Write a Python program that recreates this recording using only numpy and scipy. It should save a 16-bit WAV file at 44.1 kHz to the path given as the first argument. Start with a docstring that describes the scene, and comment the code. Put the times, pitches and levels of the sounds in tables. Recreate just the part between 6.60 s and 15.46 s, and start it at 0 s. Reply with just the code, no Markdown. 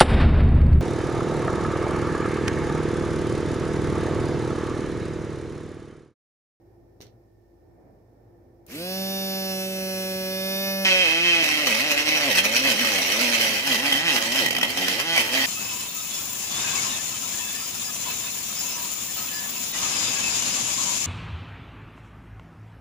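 """A low hum and distant rumble, then a finger clicks on a battery holder, close by in a tiled room.
A small brushed motor on the plastic lid of a jar cracks on, runs up and hums with a comb of shaft orders.
A pepper is fed to its blade, which knocks it once a turn and tears it twice a turn, while the shaft
labours, nearly stalls and recovers. Shaped noise and tones locked to the shaft angle make the machine,
decaying bursts the finger. Two unlike microphone ports stand close by."""
import sys
import numpy as np
from scipy import signal
from scipy.fft import rfft, irfft, next_fast_len
from scipy.io import wavfile
from scipy.ndimage import uniform_filter1d

SR = 44100
rng = np.random.default_rng(int(sys.argv[2]) if len(sys.argv) > 2 else 0)


def waveform_to_disk(signal):
    """Save audio, clipped to [-1, 1], as 16-bit WAV at the path in sys.argv[1]."""
    frames = np.transpose(np.atleast_2d(signal))
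    scaled = np.clip(frames, -1, 1) * 32767
    samples = np.round(scaled).astype(np.int16)
    wavfile.write(sys.argv[1], SR, samples)


N = 390726
TIME = np.arange(N) / SR  # s

ON_S, BITE_S = 2.07, 4.249  # switch-on; the pepper first touches the blade
LABOUR_S, LET_GO_S = 4.83, 6.9  # the shaft starts to drum on the lid; the hand lets go of the jar
FULL_HZ = 188.8  # full shaft speed
POLES = 3  # of the commutator

# The labouring shaft. Each row: time in seconds, speed in Hz, level of order two in dB,
# strength of the other orders in dB.
LOADED = [(4.84, 154.4, -43, -10.5), (5.03, 150.5, -41, 1), (5.12, 109.8, -35, -2), (5.17, 109.6, -38, -4),
          (5.26, 154.9, -41, 1), (5.34, 143.7, -46, -0.5), (5.52, 155.6, -40, -5.5), (5.63, 146.5, -43, 1),
          (5.68, 135.8, -32, 7.5), (5.73, 91.5, -43, 0), (5.79, 91.2, -41, -0.5), (6.07, 139.6, -36.5, 0.5),
          (6.16, 94.36, -40, -2), (6.21, 121.5, -34.5, -2), (6.46, 80.2, -55, 1), (6.62, 124.3, -33, 0),
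          (6.98, 102.5, -45, -2.5), (7.06, 142, -44, -2), (7.11, 132.3, -34, 4), (7.17, 105.3, -38, 3),
          (7.23, 137.0, -38, -2), (7.29, 146.1, -43, -2), (7.35, 132.6, -35, -1), (7.46, 174.6, -57, 5),
          (7.55, 123.3, -33.5, 2), (7.61, 110.7, -50, -2.5), (7.69, 114.3, -37.5, 1),
          (7.78, 139.7, -41, -1), (7.82, 115.3, -38, 7.5), (7.88, 61.46, -48, -2), (8.01, 51.14, -61, 12),
          (8.1, 85.15, -58, -1), (8.22, 92.3, -43.5, -1), (8.34, 91.3, -46, 0.5), (8.46, 164.2, -46, 1),
          (8.55, 168.6, -66, -2), (8.6, 116.8, -33, 3), (8.65, 106.8, -56, -1), (8.76, 133.9, -36, -2),
          (8.85, 134.0, -50, -5)]
# How alike the two ports hear a spread source. Each row: frequency in Hz, likeness 0-1.
ALIKE = [(100, 0.94), (700, 1), (1400, 0.98), (2500, 0), (4500, 0), (7000, 0.43), (10000, 0)]


def shaft():
    """Speed in Hz, its smoothed rate of change in Hz/s, turns made so far, and whether it is on."""
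    # Free at first, then dragged down by the pepper. Each row: time in seconds, run-up speed in Hz.
    speed = [(2.3, 192), (2.54, 192.7), (2.88, 190.7), (2.95, 189.2), (3.11, 190), (3.36, 188.8),
             (3.67, 188.5), (3.82, 190.3), (4.04, 194), (4.24, 192.7), (4.32, 186.2), (4.42, 184.2),
             (4.48, 158.3), (4.66, 175.4), (4.8, 164.9)]
    run_up_s, head_start_s = .07, .015
    on = TIME > ON_S
    since = np.maximum(TIME - ON_S + head_start_s, head_start_s)
    hz = curves(speed + [row[:2] for row in LOADED])[0] * (1 - np.exp(-since / run_up_s))
    gain = uniform_filter1d(np.gradient(hz) * SR, size=SR // 30)
    flutter = 1 + .0009 * wobble(40)
    return hz, gain, np.cumsum(on * hz * flutter) / SR, on


def motor(hz, gain, turns, on):
    """Unbalance, comb of orders, moving air and brushes sound together once the current is on."""
    running = hum(turns) + whine(hz, gain, turns) + air(turns) + sparks(turns) + buzz(hz, turns)
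    return contact() + on * running


def hum(turns):
    """Unbalance shakes the lid at the first three orders, until the shaft labours."""
    # The hum as the grip on the jar changes.
    # Each row: time in seconds, rms levels of orders one, two and three in dB.
    hum_levels = [(2.07, -66, -63, -70), (2.15, -50, -36.5, -52), (2.21, -42, -40, -37.5),
                  (2.41, -33.5, -42.5, -36.5), (3.0, -35.5, -39, -35.5), (3.72, -37, -37.5, -34),
                  (4.24, -32, -46, -31), (4.32, -55, -39, -24.5), (4.42, -70, -44, -27.5),
                  (4.5, -51, -39.5, -40), (4.66, -42, -33.5, -39), (4.8, -51, -36, -41.5)]
    tones = 0
    for k, db in enumerate(curves(hum_levels)):
        tones = tones + np.sqrt(2) * amp(db) * np.cos(2 * np.pi * (k + 1) * turns + 1.43 * k)
    return tones * (TIME <= LABOUR_S)


def whine(hz, gain, turns):
    """One turn's waveform repeats with the shaft angle, slowly changing shape."""
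    # The comb of weak orders at full speed. Each row: frequency in Hz, relative level in dB.
    comb_levels = [(760, -50), (1500, -57.5), (2500, -54.5), (3500, -52.5), (4400, -54.5), (6000, -56.5),
                   (8200, -66.5), (10500, -60.5), (13000, -61.5), (15400, -65), (19000, -61)]
    # Orders that sing out of the comb: one row of shaft orders.
    singing = (4, 5, 6, 7, 8, 9, 11, 13, 14, 15, 22, 27, 30, 31, 33, 36, 54, 58, 60, 62, 63, 68, 77)
    # Each row: relative level in dB of every singing order, in the same sequence.
    singing_levels = [(-42.5, -55.5, -55, -58.5, -55.5, -48, -54, -54, -44.5, -46, -44.5, -42, -42.5, -54, -55, -52.5, -47, -50, -58, -46.5, -56, -47, -60),
                      (-45, -58, -61, -55, -52, -52, -52, -49, -39.5, -60, -45, -47, -51, -42, -60, -53, -46, -49, -58, -57, -47, -54, -67),
                      (-47, -52.5, -52, -54, -54.5, -42.5, -45, -40.5, -57, -47, -45, -41, -41.5, -54, -63, -55, -50, -48, -41.5, -52, -66, -49, -59)]
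    # When each of those rows holds: one row of times in seconds.
    settled_times = (2.92, 3.08, 3.8)
    top_order, scatter_db, smear_turns = 105, 6.5, .012
    loaded = TIME > BITE_S

    order = np.arange(singing[0], top_order + 1)
    comb_db = along(comb_levels, order * FULL_HZ) + scatter_db * rng.standard_normal(len(order))
    comb_db = comb_db - 2 * (order % POLES == 0)  # multiples of three are a little weaker here
    comb = amp(comb_db) * ~np.isin(order, singing)  # outside the singing orders

    # load and run-up shake the timing
    smear = smear_turns * (loaded + .06 + np.clip(gain / 900, 0, 1)) * wobble(400)
    at = (turns + smear) % 1 * 4096
    angle = 2 * np.pi * np.arange(4097)[:, None] / 4096

    def turn(k, size, phase):
        """One turn summed from its orders, read at the shaft angle."""
        wave = (np.sqrt(2) * size * np.cos(k * angle + phase)).sum(1)
        return np.interp(at, np.arange(4097), wave)

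    # the comb: a steady turn, and lesser ones that come and go, slowly and fast
    tones = 0
    for share in (1, .7 * wobble(3), .6 * wobble(7), .15 * wobble(60)):
        tones = tones + share * turn(order, comb, rng.uniform(0, 2 * np.pi, len(order)))
    phase = rng.uniform(0, 2 * np.pi, len(singing))
    for db, now in zip(singing_levels, np.eye(len(settled_times))):
        fade = np.interp(TIME, settled_times, now)
        tones = tones + fade * turn(np.array(singing), amp(db), phase) * amp(1.5 * wobble(12))
    # the load damps the whine, which grows steeply with speed
    return amp(-7 * loaded + 75 * np.log10(hz / FULL_HZ)) * tones


def air(turns):
    """Blade wind and brush hiss: noise that swells a little once a turn."""
    # Colour of the wind. Each row: frequency in Hz, relative level in dB per Hz.
    wind_colour = [(60, -16), (190, -9.5), (570, -13), (1000, -24), (1500, -22), (2800, -15), (3600, -29),
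                   (5500, -23.5), (7000, -28), (9000, -36), (12000, -25.5), (15500, -34)]
    wind = unit(filtered(pair(ALIKE), lambda f: amp(along(wind_colour, f))))
    catch_s = .02  # time constant of the wind's rise
    level_db = -45 - 24 * np.exp(-np.maximum(TIME - ON_S, 0) / catch_s)
    return amp(level_db) * wind * (1 + .21 * np.cos(2 * np.pi * turns))


def sparks(turns):
    """Brushes spark at each pole during the run-up: noise pulses that swell and die."""
    # Colour of the sparks. Each row: frequency in Hz, relative level in dB per Hz.
    spark_colour = [(700, -23), (1600, -9), (2400, 3), (3300, -12), (5500, -2), (8500, -15), (11500, -3),
                    (15500, -9)]
    rise_s, dies_s = .064, .15
    since = np.maximum(TIME - ON_S, 0)
    pulses = .4 + np.exp(-4 * (POLES * turns % 1))
    noise = rng.standard_normal((2, N)) * pulses * amp(2.5 * wobble(90))
    noise = unit(filtered(noise, lambda f: amp(along(spark_colour, f))))
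    return amp(-35) * (1 - np.exp(-since / rise_s)) * np.exp(-since / dies_s) * noise


def contact():
    """The first contact cracks: a brief burst of bright noise at switch-on."""
    noise = unit(np.diff(rng.standard_normal((2, N + 1))))
    level_db = -45 - 60 * np.abs(TIME - ON_S + .0041) / .03  # falls 60 dB in 30 ms
    return (TIME > ON_S - .005) * amp(level_db) * noise


def buzz(hz, turns):
    """The lid rattles once a turn, growing as the free motor runs on and rising with speed."""
    centre_hz, wide_hz, growth_db_per_s = 2740, 550, 4.5
    rattle = rng.standard_normal((2, N)) * (.26 + np.exp(-5 * (turns % 1))) * amp(1.6 * wobble(20))
    rattle = filtered(rattle, lambda f: np.exp(-((f - centre_hz) / wide_hz) ** 2))
    growth_db = growth_db_per_s * (np.minimum(TIME, BITE_S) - ON_S - 1)
    return amp(-49.5 + growth_db + 60 * np.log10(hz / FULL_HZ)) * unit(rattle)


def growl(hz, turns):
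    """The labouring shaft drums on the lid at order two, and at others that swell on the lid's modes."""
    # The lid's drum modes.
    # Each row: frequency in Hz, half width in Hz, gain in dB with the jar held, gain in dB once let go.
    lid_modes = [(245, 68, -8, -4), (555, 49, 3.5, -8)]
    # The other orders that drum: one row of shaft orders.
    growl_orders = (1, 3, 4, 5, 6, 7, 8)
    # One row: relative level in dB of each of those orders.
    growl_levels = (-9.5, -1, -0.5, -0.5, -7, -11, 4)
    jolt = .12  # phase unsteadiness of a ragged cut, radians
    _, second_db, others_db = curves(LOADED)

    def near_mode(k):
        gain = amp(-11.5)  # between modes
        for centre, half_width, held_db, free_db in lid_modes:
            peak = np.where(TIME > LET_GO_S, amp(free_db), amp(held_db))
            gain = gain + peak / (1 + ((k * hz - centre) / half_width) ** 2)
        return gain

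    angle = 2 * np.pi * turns + jolt * roughness(hz) * wobble(70)
    others = 0
    for k, db in zip(growl_orders, growl_levels):
        others = others + amp(db) * near_mode(k) * (1 + .3 * wobble(18)) * np.cos(k * angle + k * k)
    level = amp(-38.5 + others_db) * np.clip(hz / 95, 0, 1) ** 3  # fades near a stall
    return np.sqrt(2) * (amp(second_db) * np.cos(2 * angle) + level * others) * (TIME > LABOUR_S)


def cutting(hz, turns):
    """The blade knocks the pepper once a turn and tears it twice a turn; both ring lid and jar."""
    # How hard the pepper is fed. Each row: time in seconds, relative level of the cut in dB.
    feed = [(4.26, -21.5), (4.35, -24.5), (4.61, -28), (4.68, -24.5), (5.05, -27.5), (5.07, -26),
            (5.27, -28), (5.32, -23.5), (5.36, -30), (5.39, -22), (5.44, -32), (5.48, -21.5), (5.49, -21),
            (5.5, -26.5), (5.74, -24.5), (5.79, -20), (5.82, -38), (5.85, -20.5), (5.88, -30.5),
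            (5.97, -22.5), (6.01, -28.5), (6.11, -21), (6.15, -29.5), (6.24, -24), (6.43, -27.5),
            (6.65, -23.5), (6.71, -27), (6.75, -21), (6.78, -30.5), (6.8, -23.5), (7.05, -31), (7.07, -24),
            (7.17, -25), (7.21, -31.5), (7.24, -24), (7.39, -25.5), (7.43, -31), (7.48, -22), (7.58, -23),
            (7.6, -34.5), (7.62, -23), (7.69, -29), (7.8, -22), (7.9, -36), (8.02, -40), (8.03, -25.5),
            (8.07, -34.5), (8.09, -31), (8.21, -28), (8.22, -25.5), (8.39, -31), (8.4, -22.5), (8.43, -35),
            (8.48, -27.5), (8.61, -22), (8.63, -29), (8.71, -29.5), (8.73, -25), (8.82, -22.5), (8.85, -24)]
    stall_hz = 80
    cut_db = curves(feed)[0] - 1.5 + .04 * wobble(30)
    rough = roughness(hz)
    force = 1.25 * np.sqrt(1 - rough) * knocks(turns, rough) + np.sqrt(rough) * tearing(turns)
    # near a stall little is cut between single chops
    force = amp(cut_db) * force * np.clip(hz / stall_hz, 0, 1) ** 2 * (np.arange(N) > BITE_S * SR)
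    return jar(amp(12) * (force + chops()))


def roughness(hz):
    """0-1: the slower the blade, the more the flesh tears."""
    clean, ragged_hz, span_hz = .07, 170, 52  # roughness at speed; tearing grows below, over this span
    return np.clip(clean + np.maximum(ragged_hz - hz, 0) / span_hz, 0, .95)


def knocks(turns, rough):
    """One blunt impulse a turn, its timing and strength more uneven as the cut roughens."""
    at = np.flatnonzero(np.diff(np.floor(turns)))
    late, strength = rng.standard_normal((2, len(at)))
    delay = np.abs(30 * rough[at] ** 2 * late).astype(int)  # samples
    hits = np.zeros(N + 400)
    np.add.at(hits, at + delay, amp(3 * rough[at] * strength))

    def blunt(f):
        """The edge takes time to pass: weaker bass and treble, the treble trailing behind."""
        trail = np.exp(-1j * np.pi * 4e-7 * f * f)
        less_bass = (.5 + 1j * f / 2200) / (1 + 1j * f / 2200)
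        return trail * less_bass / (1 + 1j * f / 5500) ** 2

    return filtered(unit(hits[:N]), blunt)


def tearing(turns):
    """Ragged noise with a little less bass, fiercest at the knock and again half a turn later."""
    gate = .8 + np.cos(np.pi * turns) ** 6 + .8 * np.sin(np.pi * turns) ** 6
    noise = unit(pair(ALIKE) * gate * amp(1.8 * wobble(80) + 2.4 * wobble(500)))
    return filtered(noise, lambda f: .45 + .55 * f * f / (f * f + 900 ** 2))


def chops():
    """Hard single chops: noise bursts that swell in milliseconds and are soon over."""
    # Each row: start in seconds, relative force in dB.
    chop_list = [(4.4525, -34), (4.485, -36), (4.8383, -27.5), (4.9086, -35), (5.068, -23.5), (5.313, -27),
                 (5.4858, -30), (5.5703, -29), (5.7544, -27), (5.9714, -42), (6.0719, -28), (6.2456, -27),
                 (6.801, -32), (7.3231, -25), (7.7536, -33), (7.8591, -26), (7.882, -31.5), (7.9052, -26),
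                 (7.9259, -32), (7.9475, -29.5), (7.9625, -29.5), (7.9821, -29), (8.0102, -29.5),
                 (8.028, -25), (8.048, -39), (8.1006, -32), (8.1717, -29), (8.2805, -25.5), (8.2959, -34),
                 (8.3973, -35), (8.575, -24)]
    rise_s = .0035
    t = np.arange(SR // 20) / SR
    shape = (t / rise_s * np.exp(1 - t / rise_s)) ** 2
    blows = np.zeros((2, N + len(t)))
    for s, db in chop_list:
        noise = rng.standard_normal(len(t)) + .71 * rng.standard_normal((2, len(t)))  # shared and own
        blows[:, round(s * SR):][:, :len(t)] += amp(db + 2.5) * shape * noise
    return blows[:, :N]


def jar(force):
    """Lid and jar turn the force into sound through sharp modes that depend on the grip."""
    # What they radiate when the blade bites. Each row: frequency in Hz, gain in dB.
    radiated = [(100, -22), (260, 0), (400, -9.5), (570, -3), (930, -10), (1100, -9), (1400, -9),
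                (1950, -0.5), (2250, -2.5), (2570, 0), (2850, -1.5), (3150, -3.5), (3500, -8.5),
                (4400, -6.5), (5600, -5), (7000, -12.5), (9000, -16), (12000, -14.5), (15500, -18)]
    # Their sharp modes.
    # Each row: frequency in Hz, width in Hz, boost in dB with the jar held, boost in dB once let go.
    ring_modes = [(572, 52.2, 7, 2), (827, 100, 3, 7), (1955.3, 110, 4, 7.5), (2193.7, 63, 6.5, -5.5),
                  (2542, 184, 7, 3), (3133, 136, 7.5, 11.5), (4110, 490, 5, 1.5), (5790, 130, 6, 0)]
    held_column, free_column = 2, 3

    def body(f, column, extra_db=0):
        gain_db = along(radiated, f)
        for row in ring_modes:
            gain_db = gain_db + (row[column] + extra_db) / (1 + ((f - row[0]) / row[1] * 2) ** 2)
        return amp(gain_db)

    first = np.arange(N) < LABOUR_S * SR
    force = np.where(first, force, patchy(force, depth_db=2.5))
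    # the grip on the jar shifts all the time, and with it the modes that ring
    held = np.clip((np.arange(N) < LET_GO_S * SR) * 1.27 + .063 + .28 * wobble(9), 0, 1)
    later = causal(force * ~first * held, lambda f: body(f, held_column))
    later = later + causal(force * ~first * (1 - held), lambda f: body(f, free_column))
    # at first the pepper's hard tip meets the fast blade and rings 2300-3500 Hz more
    tip = causal(force * first, lambda f: body(f, held_column, extra_db=7 * (abs(f - 2900) < 600)))
    return later + tip


def patchy(x, depth_db):
    """x with its colour drifting in patches a few hundred Hz wide and some 30 ms long."""
    z = signal.stft(x, nperseg=512)[2]
    field = uniform_filter1d(rng.standard_normal(z.shape[1:]), size=4, axis=0)
    field = unit(uniform_filter1d(field, size=5, axis=1))
    return signal.istft(z * amp(depth_db * field), nperseg=512)[1][:, :N]


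def finger():
    """Short plastic clicks on the holder, decaying noise, each with a dull decaying thud in the jar."""
    # Each row: start in seconds, relative level of the click in dB, level of the thud in dB.
    taps = [(0.405, -45, -29), (0.412, -36.5, -45), (0.42, -38, -43), (0.427, -47, -44), (0.433, -59, -36),
            (0.455, -62, -38), (0.467, -51, -43)]
    # Colour of a click. Each row: frequency in Hz, gain in dB.
    click_colour = [(710, -45), (1200, -16), (2980, -6), (4430, -1), (4830, -8), (5670, -1.5), (7900, -20),
                    (15500, -15)]
    t = np.arange(SR // 10) / SR
    clicks, thuds = np.zeros((2, 2, N))
    for s, db, thud_db in taps:
        span = slice(round(s * SR), round(s * SR) + len(t))
        # 60 dB down after 22 ms and 6.3 ms
        clicks[:, span] += amp(db - 60 * t / .022) * rng.standard_normal((2, len(t)))
        thuds[:, span] -= amp(thud_db - 60 * t / .0063) * np.sin(2 * np.pi * 380 * t)
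    return amp(8.5) * causal(clicks, lambda f: amp(along(click_colour, f))) + thuds


def tiles(x):
    """The tiled room answers with noise in which each frequency dies at its own speed."""
    # Each row: frequency in Hz, time to fall 60 dB in seconds.
    decay = [(200, .3), (3000, .2), (12000, .12)]
    hz, t, z = signal.stft(rng.standard_normal((2, SR // 2)), SR, nperseg=256)
    tail = signal.istft(z * amp(-60 * t / along(decay, hz)[:, None]), SR, nperseg=256)[1]
    late = np.pad(x, ((0, 0), (200, 0)))  # samples before the answer starts
    return signal.oaconvolve(late, tail / np.linalg.norm(tail[0]), axes=1)[:, :N]


def ports(x):
    """The microphone ports share the power unevenly by frequency, and the right hears slightly later."""
    # Left over right port. Each row: frequency in Hz, level ratio in dB.
    lean = [(200, 0), (600, -2), (1500, -1), (3000, -2), (4000, -5), (5500, -8), (6500, -1), (7400, 11),
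            (8000, 36), (8600, 18), (10000, 11), (12000, 3), (13500, 0), (15500, -4)]
    lag_s = np.array([[0], [.00014]])

    def response(f):
        ratio = amp(2 * along(lean, f))  # of power
        share = np.sqrt(2 / (1 + ratio) * np.array([ratio, np.ones_like(f)]))
        return share * np.exp(-2j * np.pi * f * lag_s)

    return filtered(x, response)


def background():
    """Broad rumble, narrow drones of far machines, a steady low hum and the ports' own hiss."""
    # Far machinery. Each row: frequency in Hz, relative level in dB per Hz.
    rumble_colour = [(21, -35), (45, -10), (118, -10), (224, -10), (344, -7), (458, -10), (510, -12),
                     (769, -13.5), (1120, -29.5), (2330, -37), (2500, -43), (3250, -88), (5500, -120)]
    # Narrow drones. Each row: frequency in Hz, width in Hz, approximate rms level in dB.
    drones = [(85.4, 5, -68), (104, 10, -65.5), (113.4, 17, -61), (343, 10, -61.5), (386, 16, -73),
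              (510, 5, -72.5), (1800, 89, -81.5)]
    # The ports' own hiss. Each row: frequency in Hz, relative level in dB per Hz.
    hiss_colour = [(1500, -20), (2300, -4), (3200, -7), (4800, -4), (5400, 0), (6200, -6), (8000, -9),
                   (11000, -8), (14500, -3), (15800, -4)]
    rumble = pair([(100, .99), (500, .62), (1000, .1)])
    rumble = unit(filtered(rumble, lambda f: amp(along(rumble_colour, f))))
    rumble_db = -59 + 3.1 * wobble(5.5) + np.array([[-1.2], [1.2]])  # the right port hears more
    hiss = unit(filtered(rng.standard_normal((2, N)), lambda f: amp(along(hiss_colour, f))))

    def lines(f):
        power = sum(amp(2 * db) / w * np.exp(-((f - c) / w * 2) ** 2) for c, w, db in drones)
        return np.sqrt(power * SR / 2)

    far = filtered(pair([(100, .95), (1000, .18)]), lines)
    low_hum = amp(-63.5 + wobble(3)) * np.sqrt(2) * np.sin(2 * np.pi * 53.3 * TIME)
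    return amp(rumble_db) * rumble + low_hum + amp([[-80], [-76]]) * hiss + far


def amp(db):
    """Amplitude of a level in dB."""
    return np.exp(np.asarray(db) * np.log(10) / 20)


def unit(x):
    """x at an rms of one."""
    return x / np.sqrt(np.mean(x ** 2) + 1e-20)


def along(points, hz):
    """(Hz, value) points read on a log axis of frequency."""
    f, v = np.transpose(points)
    return np.interp(np.log(hz + 1), np.log(f + 1), v)


def curves(rows):
    """One value per sample for each column after the time."""
    s, *cols = np.transpose(rows)
    return [np.interp(TIME, s, c) for c in cols]


def wobble(rate):
    """A random curve, rate knots a second."""
    knots = rng.standard_normal(int(N * rate / SR) + 4)
    return np.interp(np.arange(N) * rate / SR, np.arange(len(knots)), knots)


def filtered(x, response):
    """x times a complex response of frequency."""
    m = next_fast_len(N + 8192, real=True)
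    return irfft(rfft(x, m) * response(np.fft.rfftfreq(m, 1 / SR)), m)[..., :N]


def causal(x, gain):
    """x through the minimum-phase filter of that gain, built by folding its cepstrum."""
    cepstrum = irfft(np.log(gain(np.fft.rfftfreq(8192, 1 / SR)) + 1e-6))
    cepstrum[1:4096] *= 2
    cepstrum[4097:] = 0
    impulse = irfft(np.exp(rfft(cepstrum)))[None, :3000]
    return signal.oaconvolve(x, impulse, axes=1)[:, :N]


def pair(alike):
    """White noise for two ports, as alike as the table says."""
    def mix(hz):
        angle = np.arccos(np.clip(along(alike, hz), 0, 1)) / 2
        return np.array([np.cos(angle), np.sin(angle)])

    mid, side = filtered(rng.standard_normal((2, N)), mix)
    return np.array([mid + side, mid - side])


def scene():
    """Motor, cut and finger reach the ports directly and off the tiles, over the background."""
    hz, gain, turns, on = shaft()
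    spin = motor(hz, gain, turns, on) + growl(hz, turns)
    strikes = cutting(hz, turns) + finger()
    room = tiles(amp(-19) * spin + amp(-4) * strikes)
    return ports(spin + strikes + room) + background()


def record(dry):
    """Nothing is kept above the band limit nor in the deepest bass."""
    top_hz, bottom_hz = 15650, 47
    return filtered(dry, lambda hz: 1 / (1 + (hz / top_hz) ** 200) / (1 + (bottom_hz / (hz + 1)) ** 10))


dry = scene()
out = record(dry)
waveform_to_disk(out)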